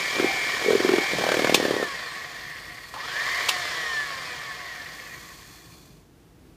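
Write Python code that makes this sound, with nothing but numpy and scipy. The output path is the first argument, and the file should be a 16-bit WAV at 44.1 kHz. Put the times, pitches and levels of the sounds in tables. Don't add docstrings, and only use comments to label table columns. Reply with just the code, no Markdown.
import sys
import numpy as np
from scipy import signal
from scipy.fft import rfft, irfft, next_fast_len
from scipy.io import wavfile
from scipy.ndimage import uniform_filter1d

SR = 44100
rng = np.random.default_rng(int(sys.argv[2]) if len(sys.argv) > 2 else 0)


def materialize(psi):
    bounded = np.clip(np.atleast_2d(psi).T, -1, 1)
    quanta = np.round(bounded * 32767).astype(np.int16)
    wavfile.write(sys.argv[1], SR, quanta)


N = 289291
TIME = np.arange(N) / SR
MAINS_HZ = 50
WORKING_SPEED, CRITICAL_SPEED = 194, 151.6

# on_s, off_s
POWERED_SPANS = [(0, 1.55), (2.937, 3.49)]
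# time_s, depth (0-1)
BEATER_DEPTH = [(0, 0.487), (0.2, 0.522), (0.7, 0.771), (1.2, 0.452), (1.55, 0.657), (1.7, 1.0), (1.8, 1.0),
                (2.25, 0.0), (2.95, 0.0), (3.55, 0.211), (4.1, 0.0)]
# centre_hz, width_hz, level_db (against the broad response)
HOUSING_MODES = [(466, 37, 5.5), (723, 63, 9), (1070, 370, 13.5), (1560, 220, 8), (1756, 130, 15),
                 (1896, 56, 12.5), (2153, 52, 13), (2342, 80, 10.5), (2660, 260, -4), (3216, 560, 8),
                 (3620, 28, 7.5), (4320, 260, 5), (4705, 96, 11), (5080, 130, 10.5), (5470, 99, 9.5),
                 (6670, 340, -1.5)]
# start_s, thud_peak_db (before
# the bass cut), thud_hz (about where its sinking pitch settles), thud_t60_s, tick_db
BOWL_KNOCKS = [(0.197, -12, 357, .024, -21.5), (0.224, -16.5, 367, .018, -31),
               (0.242, -10.5, 357, .024, -27), (0.660, -15, 410, .024, -31), (0.682, -9.5, 428, .032, -32),
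               (0.704, -9.5, 423, .032, -21), (0.730, -12.5, 408, .032, -30), (0.75, -8, 400, .032, -30),
               (0.801, -13, 377, .022, -23), (0.846, -8.5, 371, .022, -25), (0.890, -9.5, 372, .036, -20.5),
               (0.916, -13.5, 377, .034, -26), (0.935, -9, 369, .038, -22), (0.961, -23, 358, .03, -28),
               (0.981, -11.5, 344, 0.023, -22), (1.133, -19.5, 430, .007, -26),
               (1.185, -20, 415, .007, -20.5), (1.211, -23, 415, .007, -25.5), (1.238, -15, 680, .006, -23),
               (1.266, -16, 590, .005, -22.5), (1.289, -13, 540, .005, -18),
               (1.318, -13.5, 484, .005, -18.5), (1.342, -12, 540, .005, -18.5),
               (1.369, -13.5, 400, .005, -21.5), (1.392, -8.5, 460, .005, -16.5),
               (1.420, -14, 396, .006, -24), (1.445, -7.5, 435, .005, -17), (1.472, -12, 400, .005, -20),
               (1.495, -6, 455, .005, -17), (1.523, -10, 407, .006, -27), (1.545, -6, 407, .006, -25.5),
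               (1.576, -20.5, 400, .005, -32), (1.599, -9.5, 444, .0055, -26),
               (1.626, -11.5, 404, .006, -31), (1.651, -8, 420, .006, -22), (1.681, -14, 408, .006, -31),
               (1.708, -8.5, 450, .0065, -23), (1.739, -14.5, 400, .006, -28), (1.765, -14, 460, .007, -28),
               (1.798, -16, 467, .007, -35), (1.827, -14.5, 460, .007, -23)]


def from_db(db):
    return 10 ** (np.asarray(db) / 20)


def rms_one(x):
    return x / np.sqrt(np.mean(x ** 2) + 1e-20)


def in_time(rows):
    s, *columns = np.transpose(rows)
    return [np.interp(TIME, s, column) for column in columns]


def drift(rate):
    knots = rng.standard_normal(16 * 1024)
    return rms_one(np.interp(TIME * rate, np.arange(len(knots)), knots))


def colour(x, spectrum, resonances=()):
    size = next_fast_len(len(x) + 2048)
    hz = np.arange(size // 2 + 1) * SR / size + 1e-3
    points = np.array(spectrum)
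    level = np.interp(np.log(hz), np.log(points[:, 0]), points[:, 1])
    level -= 18 * np.maximum(np.log2(points[0, 0] / hz), 0)
    for centre, width, db in resonances:
        level += db / (1 + (2 * (hz - centre) / width) ** 2)
    return rms_one(irfft(rfft(x, size) * from_db(level), size)[:len(x)])


def grains(rough_db, rate):
    return rng.standard_normal(N) * from_db(rough_db * drift(rate))


def add(track, s, sound):
    start = int(s * SR)
    track[start:start + len(sound)] += sound[:N - start]


def loudness(part, speed, torque):
    coasting_db, speed_power, torque_db = part
    torque_power = 0.91
    return from_db(coasting_db + torque_db * torque ** torque_power) * (speed / WORKING_SPEED) ** speed_power


def rotor():
    free_speed, pull_s = 232.4, .281
    friction_turns_per_s2, batter_drag_per_s = 70.1, .582
    depth, = in_time(BEATER_DEPTH)
    current_on = sum(1.0 * (TIME >= on) * (TIME < off) for on, off in POWERED_SPANS)
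    power = uniform_filter1d(current_on, size=256)

    step, speeds = 44, [WORKING_SPEED]
    for current, dipped in zip(power[::step], depth[::step]):
        now = speeds[-1]
        pull = current * (free_speed - now) / pull_s
        change = pull - friction_turns_per_s2 - batter_drag_per_s * dipped * now
        speeds.append(max(now + change * step / SR, 0))
    speed = np.interp(np.arange(N) / step, np.arange(len(speeds)), speeds) * (1 + .002 * drift(40))
    angle = 2 * np.pi * np.cumsum(speed) / SR

    torque = np.abs(power * (free_speed - speed) / (free_speed - WORKING_SPEED))
    pulses = 0.84 * np.cos(4 * np.pi * MAINS_HZ * TIME)
    unevenness = 0.38 * np.cos(2 * np.pi * MAINS_HZ * TIME)
    return speed, angle, torque, power * (pulses + unevenness)


def buzz(speed, angle, torque):
    # order (multiple of the speed), level_db (added to the trend)
    strong_orders = [(3, -4), (4, -1), (5, -4), (6, -2), (7, 3), (8, 4), (10, 5), (11, 1), (12, -8),
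                     (13, -2), (16, 5), (17, -4), (20, 8), (21, 2), (23, 2), (24, 4), (28, 2), (36, 8),
                     (44, 2), (48, 3), (60, 6), (65, 4), (70, 5), (72, 7)]
    # order (multiple of the speed), level_db, flicker_db, share of the slow lift
    order_trend = [(7, -.5, 2.5, .55), (12, -.5, 2.5, .4), (21, .5, 3, .55), (30, -2, 3.5, .6),
                   (40, -4.5, 4, 1.1), (58, -6, 4, 1.4), (73, -5, 4, 1.3)]
    # frequency_hz, level_db
    buzz_spectrum = [(300, -9), (420, 1), (490, 10.5), (600, -3), (720, 10.5), (870, -8), (1120, 14.5),
                     (1300, 0), (1600, -1), (1750, 14), (1900, 14), (2150, 8), (2800, -4), (3300, 3),
                     (3800, -3), (4400, 5), (5100, -2), (5500, 1), (6100, -5), (6800, -3), (8000, -8),
                     (9400, -11), (11000, -20)]
    free_shake_rad, batter_shake_rad = .005, .04
    buzz_level = (-27.3, 2.6, -8)

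    depth, = in_time(BEATER_DEPTH)
    strong, comb = dict(strong_orders), np.zeros(N)
    shaken = angle + .008 * drift(35) + (free_shake_rad + batter_shake_rad * depth) * drift(260)
    shaken = (shaken % (2 * np.pi)).astype(np.float32)
    slow_lift_db = 7 * (1 - speed / CRITICAL_SPEED)
    trend_orders, *trend_columns = np.transpose(order_trend)
    for order in range(2, 74):
        db, flicker_db, lift = (np.interp(order, trend_orders, column) for column in trend_columns)
        waver = from_db(flicker_db * drift(22) + lift * slow_lift_db)
        tone = np.sin(order * shaken + rng.uniform(0, 2 * np.pi))
        comb += from_db(db + strong.get(order, 0)) * waver * tone
    return loudness(buzz_level, speed, torque) * colour(comb, buzz_spectrum)


def whine(speed, angle, torque):
    # time_s, level_db
    whine_swell = [(0, 1.5), (.13, 0), (.27, 5.5), (.45, 1.5), (.62, -1), (.78, -3), (.92, 1.5), (1.08, 3),
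                   (1.28, -6), (1.5, 1), (1.65, -8), (1.84, 8.5), (2, -6), (3.1, -1), (3.17, 6),
                   (3.26, -0.5), (3.35, -0.5), (3.45, -1.5), (3.6, -4.5), (3.85, 4), (4, 4), (4.1, -2)]
    # offset (ripple cycles), level_db
    side_tones = [(-2, -1.5), (-1, -1), (0, 0), (1, -6), (2, -12)]
    whine_level = (-43.5, 1.8, 2.33)
    radiation = [(900, -22), (1500, -11), (1750, 0), (1950, -1), (2080, -3), (2250, 0), (2350, 0), (2600, -6)]
    flare_peak_db, flare_width = 11.5, 25.7

    swell_db, = in_time(whine_swell)
    flare_db = flare_peak_db / (1 + ((speed - CRITICAL_SPEED) / flare_width) ** 2)
    side_gain = torque * (speed / WORKING_SPEED) ** 6.5
    load = np.minimum(torque, 1)
    slots = 12 * angle + .25 * load * drift(120) + (.6 + .3 * load) * drift(16)
    tones = np.zeros(N)
    for offset, db in side_tones:
        gain = from_db(db + 2.8 * drift(18)) * (side_gain if offset else 1)
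        tones += gain * np.sin(slots + offset * (4 * np.pi * MAINS_HZ * TIME + offset))
    return loudness(whine_level, speed, torque) * from_db(flare_db + swell_db) * colour(tones, radiation)


def friction(speed, angle, torque, ripple):
    # frequency_hz, level_db (per Hz)
    gear_spectrum = [(120, -24), (350, -3), (600, 4.5), (880, -5), (1300, 0), (2000, -2), (2700, -7),
                     (4000, 1.5), (8000, -20.5)]
    bearing_spectrum = [(1200, -22.5), (1900, -1.5), (2400, 6.5), (2800, 5.5), (3400, 1), (5000, -3.5),
                        (7000, 0.5), (9000, -37.5), (12000, -43.5)]
    brush_spectrum = [(3000, -0.5), (7000, 2.5), (9000, -2), (10800, -8.5), (12500, -6), (15000, -12)]
    # dB coasting at working speed, power of the speed, dB added by working torque
    gear_level = (-33, 1.67, 1.27)
    bearing_level = (-36, 2.2, 2.2)
    brush_level = (-42, 2.8, 0.84)

    blades = 1 + .17 * np.sin(angle / 5)
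    gears = colour(grains(1.9, 350) * blades * (1 + 0.061 * ripple), gear_spectrum, HOUSING_MODES)
    turning = 1 + 0.062 * np.sin(angle)
    bearings = colour(grains(0.9, 550) * blades * turning, bearing_spectrum, HOUSING_MODES)
    brushes = colour(grains(0.92, 900) * (1 + 0.17 * ripple), brush_spectrum)
    parts = (gear_level, gears), (bearing_level, bearings), (brush_level, brushes)
    return sum(loudness(level, speed, torque) * sound for level, sound in parts)


def housing_ring(speed, angle):
    # frequency_hz, level_db (per Hz)
    ring_band = [(1450, -24), (1750, -12), (1950, 4.5), (2300, -11), (2700, 0), (4000, -57)]
    even_speed = 65
    gain = from_db(-44) * np.tanh((speed / even_speed) ** 5.2)
    taps = 1 + .17 * np.sin(angle / 5)
    return gain * colour(grains(3.7, 150) * taps, ring_band, HOUSING_MODES)


def shaft_rub(speed):
    # frequency_hz, level_db (per Hz)
    rub_spectrum = [(1000, -5), (1500, -7.5), (2800, -8), (3300, -9), (5000, -4), (7200, -6), (9000, -6.5),
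                    (10800, -12), (12500, -8), (15000, -13.5)]
    # centre_hz, width_hz, level_db
    rub_resonances = [(1090, 160, 12), (2410, 300, 11.5), (3420, 200, 13), (4290, 300, 12), (4700, 200, 6),
                      (6130, 400, 1.5), (7150, 300, 2)]
    fade_speed = 33.4
    gain = from_db(-49.5) * np.tanh((speed / fade_speed) ** 1.1)
    return gain * colour(grains(1.6, 220), rub_spectrum, rub_resonances)


def batter(speed, angle):
    # frequency_hz, level_db (per Hz)
    slap_spectrum = [(50, -33), (110, -2.5), (170, 0), (260, 0.5), (400, 8.5), (720, -1), (1000, -5.5),
                     (2500, -29.5)]
    stir_db, wall_db, approach_s = -38, -35.5, 0.087

    depth, = in_time(BEATER_DEPTH)
    touching = 1.0 * np.any([np.abs(TIME - s) < .015 for s, *_ in BOWL_KNOCKS], axis=0)
    near_wall = np.sqrt(np.abs(uniform_filter1d(touching, size=int(approach_s * SR))))
    stirring = from_db(stir_db) * depth * (speed / WORKING_SPEED) ** 5.4
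    squeezing = from_db(wall_db) * near_wall
    blades = 1 + .4 * np.sin(angle / 5)
    return (stirring + squeezing) * colour(grains(1.5, 150) * blades, slap_spectrum)


def room_tone():
    # frequency_hz, level_db (per Hz)
    room_spectrum = [(15, -47.5), (25, -27), (45, -1), (93, -5.5), (158, 0), (191, -8.5), (231, -9),
                     (271, -8), (326, -6), (515, -16), (558, -24), (604, -17), (879, -20), (978, -22.5),
                     (15000, -38)]
    hum = from_db(-63.0) * np.sin(2 * np.pi * MAINS_HZ * TIME)
    return from_db(-52) * colour(grains(0.92, 11), room_spectrum) + hum


def knocks():
    # frequency_hz, level_db (per Hz)
    tick_spectrum = [(250, -7.5), (650, 12), (1000, 1.5), (1500, 3.5), (3500, -4.5), (7000, -15),
                     (15000, -26)]
    sag, sag_s = 0.14, 0.00036
    base_hz, base_db = 238.6, -16

    out, t = np.zeros(N), TIME[:SR // 12]
    for s, db, hz, t60, tick_db in BOWL_KNOCKS:
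        swell = (1 - np.exp(-t / 0.0019)) ** 3 * from_db(-60 * t / t60)
        pitch = hz * (1.15 - sag * (1 - np.exp(-t / sag_s)))
        base = from_db(base_db) * np.sin(2 * np.pi * base_hz * t)
        thud = swell * (base - np.sin(2 * np.pi * np.cumsum(pitch) / SR))
        tick = from_db(tick_db) * colour(rng.standard_normal(len(t)), tick_spectrum) * from_db(-60 * t / 0.041)
        add(out, s, from_db(db) * thud / np.abs(thud).max() + tick)
    return signal.sosfilt(signal.butter(2, 160, "high", fs=SR, output="sos"), out + 1e-18)


def drags():
    # start_s, length_s, mode_hz, level_db
    blade_drags = [(0.21, 0.19, 760, -37), (0.52, 0.055, 1850, -32.5), (0.98, 0.1, 790, -39.5),
                   (1.12, 0.12, 165, -40), (1.27, 0.087, 1570, -35)]
    width_hz = 87
    out = np.zeros(N)
    for s, length, hz, db in blade_drags:
        edges = [hz - width_hz / 2, hz + width_hz / 2]
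        band = signal.butter(2, edges, "band", fs=SR, output="sos")
        ring = signal.sosfilt(band, rng.standard_normal(SR // 2))[-int(length * SR):]
        add(out, s, from_db(db) * rms_one(ring * signal.windows.tukey(len(ring))))
    return out


def switch():
    # start_s, level_db, rise_s, scrape_s
    switch_moves = [(1.5427, -11.5, 0.002, 0.0033), (2.831, -47, 0.0011, .002),
                    (2.939, -40, 0.0009, 0.0034), (3.485, -16, 0.0059, 0.0015)]
    # frequency_hz, level_db (per Hz)
    snap_spectrum = [(300, -21.5), (1000, -2.5), (1900, -23), (2400, 0.5), (3300, 2), (4500, -5),
                     (7500, -11), (11000, -16.5), (15000, -20.5)]
    out, t = np.zeros(N), TIME[:SR // 12]
    for s, db, rise, scrape in switch_moves:
        shape = np.minimum(t / rise, 1) * from_db(-60 * np.maximum(t - rise - scrape, 0) / 0.061)
        add(out, s, from_db(db) * shape * colour(rng.standard_normal(len(t)), snap_spectrum))
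    return out


def kitchen(x, t60, wet_db):
    t = TIME[:SR // 2]
    tail = rng.standard_normal(len(t)) * from_db(-60 * t / t60) * (t > .003)
    return x + from_db(wet_db) * signal.fftconvolve(x, tail / np.sqrt(np.sum(tail ** 2)))[:N]


def jolt(speed, torque, ripple):
    # frequency_hz, level_db (per Hz)
    grunt_spectrum = [(350, -1), (600, 4), (850, 5.5), (1100, 15.5), (1900, -6), (3000, -26)]
    snarl_spectrum = [(400, -0.5), (800, -9), (1100, 16), (1400, -9), (1900, 16), (2250, 4), (2700, -19),
                      (3300, -20), (3900, -10), (4500, 3), (5200, -25), (6500, -9.5), (8000, -22),
                      (15000, -24)]
    rise_s, t60_s = .0017, 0.5

    since = np.maximum(TIME - POWERED_SPANS[1][0], 0)
    grunt_gain = from_db(-36.5) * np.minimum(since / rise_s, 1) * from_db(-60 * since / t60_s)
    overload = np.tanh(2 * np.maximum(torque - 1, 0))
    snarl_gain = from_db(-26) * overload * (speed / WORKING_SPEED) ** 4.8
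    grunt = grunt_gain * colour(rng.standard_normal(N), grunt_spectrum)
    snarl = snarl_gain * colour(grains(1.5, 300), snarl_spectrum)
    return (1 + 0.31 * ripple) * (grunt + snarl)


def windup(angle, torque):
    surge = np.tanh(np.maximum(torque - 2, 0))
    return from_db(-41 + 3 * drift(100)) * surge * np.sin(12 * angle + .8 * drift(150))


def vent_hiss(angle):
    # time_s, hiss_level_db
    vent_levels = [(4.4, -69), (4.9, -54.5), (5.15, -53), (5.5, -57), (5.95, -68.5), (6.2, -84)]
    # frequency_hz, level_db (per Hz)
    hiss_spectrum = [(3000, -7), (5200, -1), (6300, 6.5), (7200, 3.5), (8700, -8), (10700, -10),
                     (12000, -2), (15000, -6)]
    whistle_db = -8.5
    whistle_response = [(1500, -20), (2100, -8), (2380, 0), (2700, -8), (4000, -16)]

    level_db, = in_time(vent_levels)
    whistle = colour(np.sin(36 * angle + .6 * drift(80)), whistle_response)
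    return from_db(level_db) * (colour(grains(1.0, 900), hiss_spectrum) + from_db(whistle_db) * whistle)


def scene():
    speed, angle, torque, ripple = rotor()
    tones = buzz(speed, angle, torque) + whine(speed, angle, torque) + windup(angle, torque)
    rattle = friction(speed, angle, torque, ripple) + housing_ring(speed, angle)
    rattle += shaft_rub(speed) + jolt(speed, torque, ripple)
    hits = kitchen(knocks() + drags() + switch(), t60=0.22, wet_db=-14.5)
    return (tones + rattle + vent_hiss(angle) + batter(speed, angle) + hits + room_tone())[None]


def record(dry):
    thin = signal.sosfilt(signal.butter(4, 42, "high", fs=SR, output="sos"), dry)
    rounded = thin / (1 + (thin / .9) ** 4) ** .25
    return signal.sosfilt(signal.ellip(12, .1, 80, 15400, fs=SR, output="sos"), rounded)


dry = scene()
out = record(dry)
materialize(out)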